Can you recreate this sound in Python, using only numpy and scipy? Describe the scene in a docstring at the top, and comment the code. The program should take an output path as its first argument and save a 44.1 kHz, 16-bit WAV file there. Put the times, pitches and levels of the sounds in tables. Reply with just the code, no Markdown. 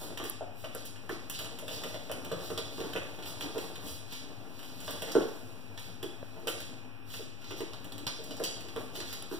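"""Two puppies scamper with their toys over the hard floor of a bare room. From the start feet and fur
scuff, claws tick and pads thud on the boards over a ventilation hum; something small snaps at 0.3 s.
Landings crowd together at 2-3 s, lighten near 4 s, and the heaviest falls at 5.15 s. After a sparser
stretch the scamper is busy again from 7.4 s to the end at 9.4 s.
A phone with a front and a back microphone port listens from standing height."""
import sys
import numpy as np
from scipy import signal
from scipy.fft import rfft, irfft, next_fast_len
from scipy.io import wavfile

SR = 44100
rng = np.random.default_rng(int(sys.argv[2]) if len(sys.argv) > 2 else 0)


def int16_out(signal):
    """Quantize to a 16-bit WAV file."""
    q = np.round(np.clip(np.atleast_2d(signal).T, -1, 1) * 32767)
    wavfile.write(sys.argv[1], SR, q.astype(np.int16))


N = 414143
N_FFT = next_fast_len(N + SR)
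BIN_HZ = np.maximum(np.arange(N_FFT // 2 + 1) * SR / N_FFT, 1)


def from_db(db):
    return 10 ** (np.asarray(db) / 20)


def unit_rms(x):
    return x / np.sqrt(np.mean(x ** 2) + 1e-20)


def at_hz(curve, hz):
    freq_hz, values = np.transpose(curve)
    return np.interp(np.log(hz), np.log(freq_hz), values)


def coloured(x, spectrum):
    """Noise shaped by a spectrum; rms 1."""
    shaped = rfft(x, N_FFT) * from_db(at_hz(spectrum, BIN_HZ))
    return unit_rms(irfft(shaped, N_FFT)[..., :N])


def ring(x, hz, t60_s):
    """Resonator: a unit click starts a decaying sine of height 1."""
    radius, angle = from_db(-60 / (t60_s * SR)), 2 * np.pi * hz / SR
    return signal.lfilter([0, np.sin(angle)], [1, -2 * radius * np.cos(angle), radius ** 2], x + 1e-18)


def highpass(x, hz):
    return signal.sosfilt(signal.butter(3, hz, "high", fs=SR, output="sos"), x)


def add(out, start_s, sound, peak_db):
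    """Mix a sound into out at the given peak."""
    i = round(start_s * SR)
    out[i:i + len(sound)] += (from_db(peak_db) * sound / np.abs(sound).max())[:N - i]


# Floorboard modes: pitch_hz, gain_db, t60_s
BOARD_MODES = [(348, -25, 0.048), (436, -26, 0.046), (608, -8.5, 0.046), (790, -33, 0.057),
               (1250, -9, 0.0086)]
# Pads, toys and bodies landing: start_s, level_db, pitch_hz, slap_re_thud_db
LANDINGS = [(0.199, -38, 318, 7), (0.24, -37, 423, 0), (0.408, -29, 674, -11), (0.64, -36.5, 635, 0),
            (0.748, -34, 510, -12), (1.097, -31.5, 380, -31), (1.406, -41, 603, -9), (1.445, -50, 245, -19),
            (1.624, -35.5, 570, -15), (1.709, -40, 560, -14), (1.845, -35, 498, -17),
            (1.943, -32, 560, -4.5), (2.097, -29.5, 570, -7), (2.315, -27.5, 507, -4.5),
            (2.319, -39, 164, -20), (2.505, -45.5, 161, -38), (2.502, -33, 414, 2),
            (2.578, -34.5, 490, -20), (2.781, -34, 417, 3.5), (2.804, -31.5, 490, -3.5),
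            (2.839, -34, 420, -3), (2.953, -27.5, 524, -4), (3.187, -40.5, 726, 2.5), (3.435, -37, 310, -2),
            (3.557, -28.5, 442, -9), (3.836, -43, 238, 3), (3.84, -48, 75, -25), (3.9, -40.5, 81, -25),
            (4.449, -48.5, 263, 5.5), (4.579, -50, 268, -18), (4.781, -49, 251, -14), (4.88, -36, 580, 4),
            (5.022, -33.5, 550, -9), (5.08, -39.5, 520, 8), (5.1518, -14, 412, -7.5),
            (5.883, -50.5, 198, -14), (6.029, -31.5, 383, -30), (6.362, -45.5, 510, -5),
            (6.43, -43, 430, -2), (6.469, -29, 490, -27), (7.192, -39, 427, -10), (7.508, -37, 378, -9),
            (7.604, -29.5, 400, -15), (7.839, -47, 264, -23), (7.929, -43.5, 260, -7),
            (8.004, -42, 310, -4), (8.189, -39.5, 460, -18), (8.281, -41, 251, -14), (8.31, -41, 581, -13),
            (8.401, -27, 497, -24), (8.649, -42, 390, -20), (8.762, -31, 434, 1), (8.975, -37.5, 385, -23),
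            (9.313, -31, 360, -6.5)]


def thuds():
    """A soft push rings the pocket under the pad and the boards; a hard edge adds a slap."""
    contact_cycles, slap_decay_s = 1.71, 0.0027
    out, t = np.zeros(N), np.arange(6000) / SR
    noises = rng.standard_normal((len(LANDINGS), len(t)))
    spreads_db = rng.normal(0, 1.1, (len(LANDINGS), len(BOARD_MODES)))
    for (start_s, level_db, pitch_hz, slap_db), noise, spread_db in zip(LANDINGS, noises, spreads_db):
        contact = np.sin(np.pi * np.clip(t * pitch_hz / contact_cycles, 0, 1))  # sinks in, springs back
        push = contact * np.sin(2 * np.pi * pitch_hz * t)
        pocket = ring(push, pitch_hz, t60_s=9.4 / pitch_hz)
        boards = sum(from_db(gain_db + offset_db) * ring(push, hz, t60_s)
                     for (hz, gain_db, t60_s), offset_db in zip(BOARD_MODES, spread_db))
        thud = highpass(pocket + from_db(-7) * boards, 0.53 * pitch_hz)  # a small pad radiates little bass
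        slap = ring(noise * np.exp(-t / slap_decay_s), hz=870, t60_s=0.0013)
        add(out, start_s, thud, level_db)
        add(out, start_s, slap, level_db + slap_db)
    return out


# Claws striking the floor: start_s, level_db, pitch_hz, crack_re_tick_db
CLAW_STRIKES = [(0.174, -29.5, 3350, -2), (0.2393, -33.5, 2830, 1), (0.301, -50, 2990, 15),
                (0.6434, -33, 3060, -8), (0.7486, -36, 1550, 5), (0.959, -40.5, 2680, -16),
                (1.0923, -29.5, 1980, -6), (1.2978, -30, 2940, 9), (1.3894, -29, 3300, 0.5),
                (1.4457, -32.5, 3000, -1.5), (1.5875, -35, 3050, 2), (1.68, -31.5, 3140, -3),
                (1.8361, -30.5, 3040, -1), (1.944, -31, 3400, -8), (2.095, -36.5, 2600, -10),
                (2.1143, -29, 2840, 1.5), (2.247, -35, 3020, -0.5), (2.317, -32, 3300, -3),
                (2.402, -42.5, 3500, -6), (2.5027, -38.5, 3260, 1), (2.576, -24, 3920, -4),
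                (2.803, -29.5, 3060, -11), (2.9331, -31.5, 2930, -3), (2.9605, -25.5, 2440, -15),
                (3.1895, -39, 3290, -5), (3.225, -37, 3570, -7), (3.2583, -35, 3180, -3),
                (3.4087, -27.5, 3180, -2), (3.5803, -34, 2720, 1.5), (3.756, -35.5, 3530, -2),
                (3.871, -41, 3310, 0), (4.123, -33.5, 3080, 0), (4.5918, -39, 3100, -3),
                (4.6288, -40, 3120, -2), (4.803, -38.5, 2990, 4), (4.8783, -31.5, 3100, -9),
                (4.907, -33.5, 2900, 4.5), (5.0203, -29, 3020, 3.5), (5.1182, -29, 5000, 0),
                (5.1528, -50, 1610, -9), (5.217, -35.5, 3020, -9), (5.776, -32.5, 3530, -9),
                (5.7943, -47, 3000, 11), (6.0282, -30, 3380, -2), (6.4715, -26, 3040, -0.5),
                (6.4804, -30, 2920, 2), (6.6023, -35, 3200, 4), (7.1025, -41, 3630, -2),
                (7.1385, -33, 2900, -5), (7.416, -44, 2920, -5), (7.4424, -38, 3660, -10),
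                (7.5073, -33.5, 2800, -5), (7.605, -32, 2670, -5), (7.734, -34.5, 3670, -11),
                (7.843, -39.5, 3430, 2), (7.9222, -35, 3920, -3), (7.98, -35.5, 3940, 0),
                (8.0668, -21, 3970, -8), (8.2393, -42, 5500, 6), (8.3084, -34, 3750, -4),
                (8.368, -37.5, 5320, 1), (8.3981, -37, 1530, -3), (8.4377, -31, 5600, 10.5),
                (8.6065, -40, 2860, 2), (8.685, -37, 3440, -5), (8.7619, -37.5, 3220, -2),
                (8.9537, -33.5, 3600, -7), (9.002, -28.5, 3850, -7), (9.1278, -31, 4020, 2),
                (9.2223, -37.5, 3470, -1)]


def claws():
    """A claw hits and skids: dying noise through the claw's ring, plus a short bright crack."""
    skid_decay_s, crack_decay_s = 0.0097, 0.0064
    out, t = np.zeros(N), np.arange(3000) / SR
    for start_s, level_db, pitch_hz, crack_db in CLAW_STRIKES:
        skid = rng.standard_normal(len(t)) * np.exp(-t / skid_decay_s)
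        crack = rng.standard_normal(len(t)) * np.exp(-t / crack_decay_s)
        add(out, start_s, ring(skid, pitch_hz, t60_s=5.03 / pitch_hz), level_db)
        add(out, start_s, highpass(crack, hz=6040), level_db + crack_db)
    return out


# Small things snapping near the phone: start_s, level_db, pitch_hz, t60_s
NEAR_SNAPS = [(0.298, -16.5, 11500, 0.0027), (0.7493, -27.5, 11400, 0.007), (1.093, -31, 1770, 0.048),
              (2.9343, -29.5, 3050, 0.018), (6.229, -29, 576, 0.014), (6.482, -28, 3010, 0.027),
              (7.7333, -36.5, 3900, .012), (7.921, -33, 4240, 0.013), (9.2245, -32, 10300, .006)]


def snaps():
    """A brief crackle of contact starts one short ring."""
    contact_decay_s = 0.00089
    out, t = np.zeros(N), np.arange(2000) / SR
    for start_s, level_db, pitch_hz, t60_s in NEAR_SNAPS:
        crackle = rng.standard_normal(len(t)) * np.exp(-t / contact_decay_s)
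        add(out, start_s, ring(crackle, pitch_hz, t60_s), level_db)
    return out


# Feet and toys sliding: peak_s, length_s, level_db, sparkle_re_scuff_db
FLOOR_SLIDES = [(0.015, .16, -57.5, 7.5), (0.255, 0.15, -51, 2), (0.606, 0.29, -64, 7.5),
                (0.775, 0.22, -54, -5), (0.857, 0.027, -47.5, 8), (1.117, 0.071, -49, -4),
                (1.342, 0.059, -42, -7), (1.414, 0.11, -62, 11), (1.73, 0.19, -46.5, -2.5),
                (1.875, 0.2, -55.5, -2), (2.448, 0.32, -54.5, 0.5), (2.79, 0.6, -58, -1),
                (2.96, 0.1, -69, 10), (3.275, 0.15, -52, 3), (3.42, 0.13, -50, -3.5),
                (3.61, 0.23, -56.5, 1), (3.883, 0.27, -53, 5), (4.133, 0.19, -49, -5), (4.65, 0.65, -63, 1),
                (4.88, 0.36, -52, -0.5), (5.085, 0.4, -52.5, -5), (5.3, 0.9, -73.5, 9),
                (5.833, 0.3, -61, 0), (6.057, .12, -68, -1), (6.492, 0.077, -48, 6),
                (6.605, 0.24, -57.5, -11), (7.136, 0.27, -50, -0.5), (7.49, 0.36, -55, -12),
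                (7.58, 0.071, -52.5, 0), (8.098, 0.35, -71, -9), (8.31, 0.55, -64, -4),
                (8.441, 0.055, -36, -12), (8.804, 0.16, -64, 4), (8.959, 0.092, -48, -0.5),
                (9.098, 0.29, -51.5, -4), (9.328, 0.13, -54.5, 2)]
# Restless feet between the bigger moves: time_s, level_db
TREAD_LEVELS = [(0, -47.5), (.3, -67.5), (.6, -79), (1.0, -63), (1.4, -56), (2.2, -54.5), (2.8, -57.5),
                (3.5, -52.5), (3.9, -60), (4.6, -61.5), (5.1, -55.5), (5.5, -61), (6.0, -65), (6.6, -55.5),
                (7.1, -80.5), (7.6, -60), (8.5, -58), (9.39, -59)]


def scuffle_envelopes():
    """Scuff, sparkle and tread gains: steady bustle, swelling slides, a shuffle after each landing."""
    rub_re_tread_db, rise_share = -8.5, 0.41
    shuffle_re_thud_db, shuffle_decay_s = -27, 0.051
    t = np.arange(N) / SR
    tread = from_db(np.interp(t, *np.transpose(TREAD_LEVELS)))
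    scuff = from_db(rub_re_tread_db) * tread
    sparkle = scuff.copy()
    for peak_s, length_s, level_db, sparkle_db in FLOOR_SLIDES:
        start_s = peak_s - rise_share * length_s
        swell = from_db(level_db) * np.interp(t, [start_s, peak_s, start_s + length_s], [0, 1, 0]) ** 2
        scuff += swell
        sparkle += from_db(sparkle_db) * swell
    shuffle = np.exp(-t[:SR // 2] / shuffle_decay_s)
    for start_s, level_db, *_ in LANDINGS:
        add(tread, start_s, shuffle, level_db + shuffle_re_thud_db)
    return scuff, sparkle, tread


# Friction spectrum of fur and pads: freq_hz, gain_db
SCUFF_SPECTRUM = [(900, -10.5), (1500, -3.5), (3000, 6.5), (4500, 9), (7000, -1.5), (9000, -14)]


def scuffle():
    """Dense uneven grains of friction; the sparser tread of small feet shakes the boards."""
    grains_per_s = np.array([[2500], [2500], [120]])
    size_db = 2.84 * np.minimum(rng.exponential(1, (3, N)), 5)
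    signs = rng.choice([-1, 1], (3, N))
    hits = rng.random((3, N)) < grains_per_s / SR
    scuff_grains, sparkle_grains, steps = from_db(size_db) * signs * hits
    scuff = coloured(scuff_grains, SCUFF_SPECTRUM)
    sparkle = unit_rms(highpass(sparkle_grains, hz=7340))
    boards = sum(from_db(0.47 * gain_db) * ring(steps, hz, 0.21 * t60_s)  # flatter, shorter than in a thud
                 for hz, gain_db, t60_s in BOARD_MODES)
    scuff_gain, sparkle_gain, tread_gain = scuffle_envelopes()
    return scuff_gain * scuff + sparkle_gain * sparkle + tread_gain * unit_rms(boards)


# Reverberation of the bare room: freq_hz, t60_s
ROOM_DECAY = [(100, 0.11), (300, 0.39), (1000, 0.57), (3000, 0.67), (8000, 0.66), (15000, 0.067)]


def room(x):
    """Reflections: noise that swells in after the first walls answer and dies by band; one per port."""
    first_wall_s, rise_s, early_decay_s = 0.003, 0.0032, 0.0082
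    t = np.arange(SR * 3 // 4) / SR
    edges_hz = 60 * 2 ** np.arange(0, 8.6, 0.5)
    white, tail = rng.standard_normal((2, 2, len(t))), 0
    for k, (low_hz, top_hz) in enumerate(zip(edges_hz, edges_hz[1:])):
        bandpass = signal.butter(2, [low_hz, top_hz], "band", fs=SR, output="sos")
        t60_s = at_hz(ROOM_DECAY, np.sqrt(low_hz * top_hz))
        tail += signal.sosfilt(bandpass, white[k % 2]) * from_db(-60 * t / t60_s)
    tail *= np.clip((t - first_wall_s) / rise_s, 0, 1)
    tail *= 1 + 1.11 * np.exp(-t / early_decay_s)
    tail /= np.sqrt(np.sum(tail ** 2, axis=1, keepdims=True))
    return irfft(rfft(x, N_FFT) * rfft(tail, N_FFT), N_FFT)[:, :N]


# Ventilation air spectrum: freq_hz, gain_db
AIR_SPECTRUM = [(15, -40), (35, -30), (53, -40), (101, -11.5), (260, 1), (826, -11), (1800, -12),
                (2170, -16), (2420, -5), (3000, -14), (4380, -28), (5580, -22.5), (6730, -58), (7910, -30),
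                (15500, -30)]
# Ventilation tones: pitch_hz, width_hz, level_db
HUM_TONES = [(54.7, 12, -66), (103.1, 7.9, -58), (115.8, 10, -70), (256.8, 5.5, -57.5), (818, 12, -69)]


def ventilation():
    """Steady air noise with a few wavering tones, unrelated at the two ports."""
    air_db = -54
    out = from_db(air_db) * coloured(rng.standard_normal((2, N)), AIR_SPECTRUM)
    for pitch_hz, width_hz, level_db in HUM_TONES:
        t60_s = np.log(1000) / (np.pi * width_hz)
        out += from_db(level_db) * unit_rms(ring(rng.standard_normal((2, N)), pitch_hz, t60_s))
    return out


def scene():
    """Sound at the front and back ports; the snaps are too near to wake the room."""
    back_direct_db, room_db, claw_send_db, thud_send_db = -5, 3, -3.5, 1
    ticks, landings, feet = claws(), thuds(), scuffle()
    direct = (ticks + landings + feet + snaps()) * from_db([[0], [back_direct_db]])
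    send = feet + from_db(claw_send_db) * ticks + from_db(thud_send_db) * landings
    return direct + from_db(room_db) * room(send) + ventilation()


# Back port response: freq_hz, gain_re_front_db
BACK_RESPONSE = [(300, 0), (1600, -5), (6000, -5), (10000, -6), (15000, -1)]
# Left channel response: freq_hz, gain_re_right_db
LEFT_RESPONSE = [(60, -18), (120, 8.5), (240, -1.5), (480, 0), (950, -1.5), (1890, -1.5), (3770, -2.5),
                 (7520, -3), (15000, -8)]


def record(dry):
    """Each channel is one port minus the other port delayed; the bass is left unsteered."""
    steer_from_hz, right_steer_to_hz, delay_s = 680, 7650, 19.85 / SR
    bass_likeness, bass_phase_rad = 0.62, 0.95
    stopband_hz, left_dc = 16377, 0.00765
    front, back = rfft(dry, N_FFT)
    back *= from_db(at_hz(BACK_RESPONSE, BIN_HZ))
    steer = 1 / (1 + (steer_from_hz / BIN_HZ) ** 8)
    alike = bass_likeness * (1 - steer)  # long waves reach both ports nearly alike
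    back = alike * front * np.exp(1j * bass_phase_rad) + np.sqrt(1 - alike ** 2) * back
    delay = steer * np.exp(-2j * np.pi * BIN_HZ * delay_s)
    left = (back - delay * front) * from_db(at_hz(LEFT_RESPONSE, BIN_HZ))
    right = front - delay * back / (1 + (BIN_HZ / right_steer_to_hz) ** 2)
    stereo = irfft(np.array([left, right]), N_FFT)[:, :N]
    lowpass = signal.cheby2(16, 70, stopband_hz, fs=SR, output="sos")
    return signal.sosfilt(lowpass, stereo) + [[left_dc], [0]]


dry = scene()
out = record(dry)
int16_out(out)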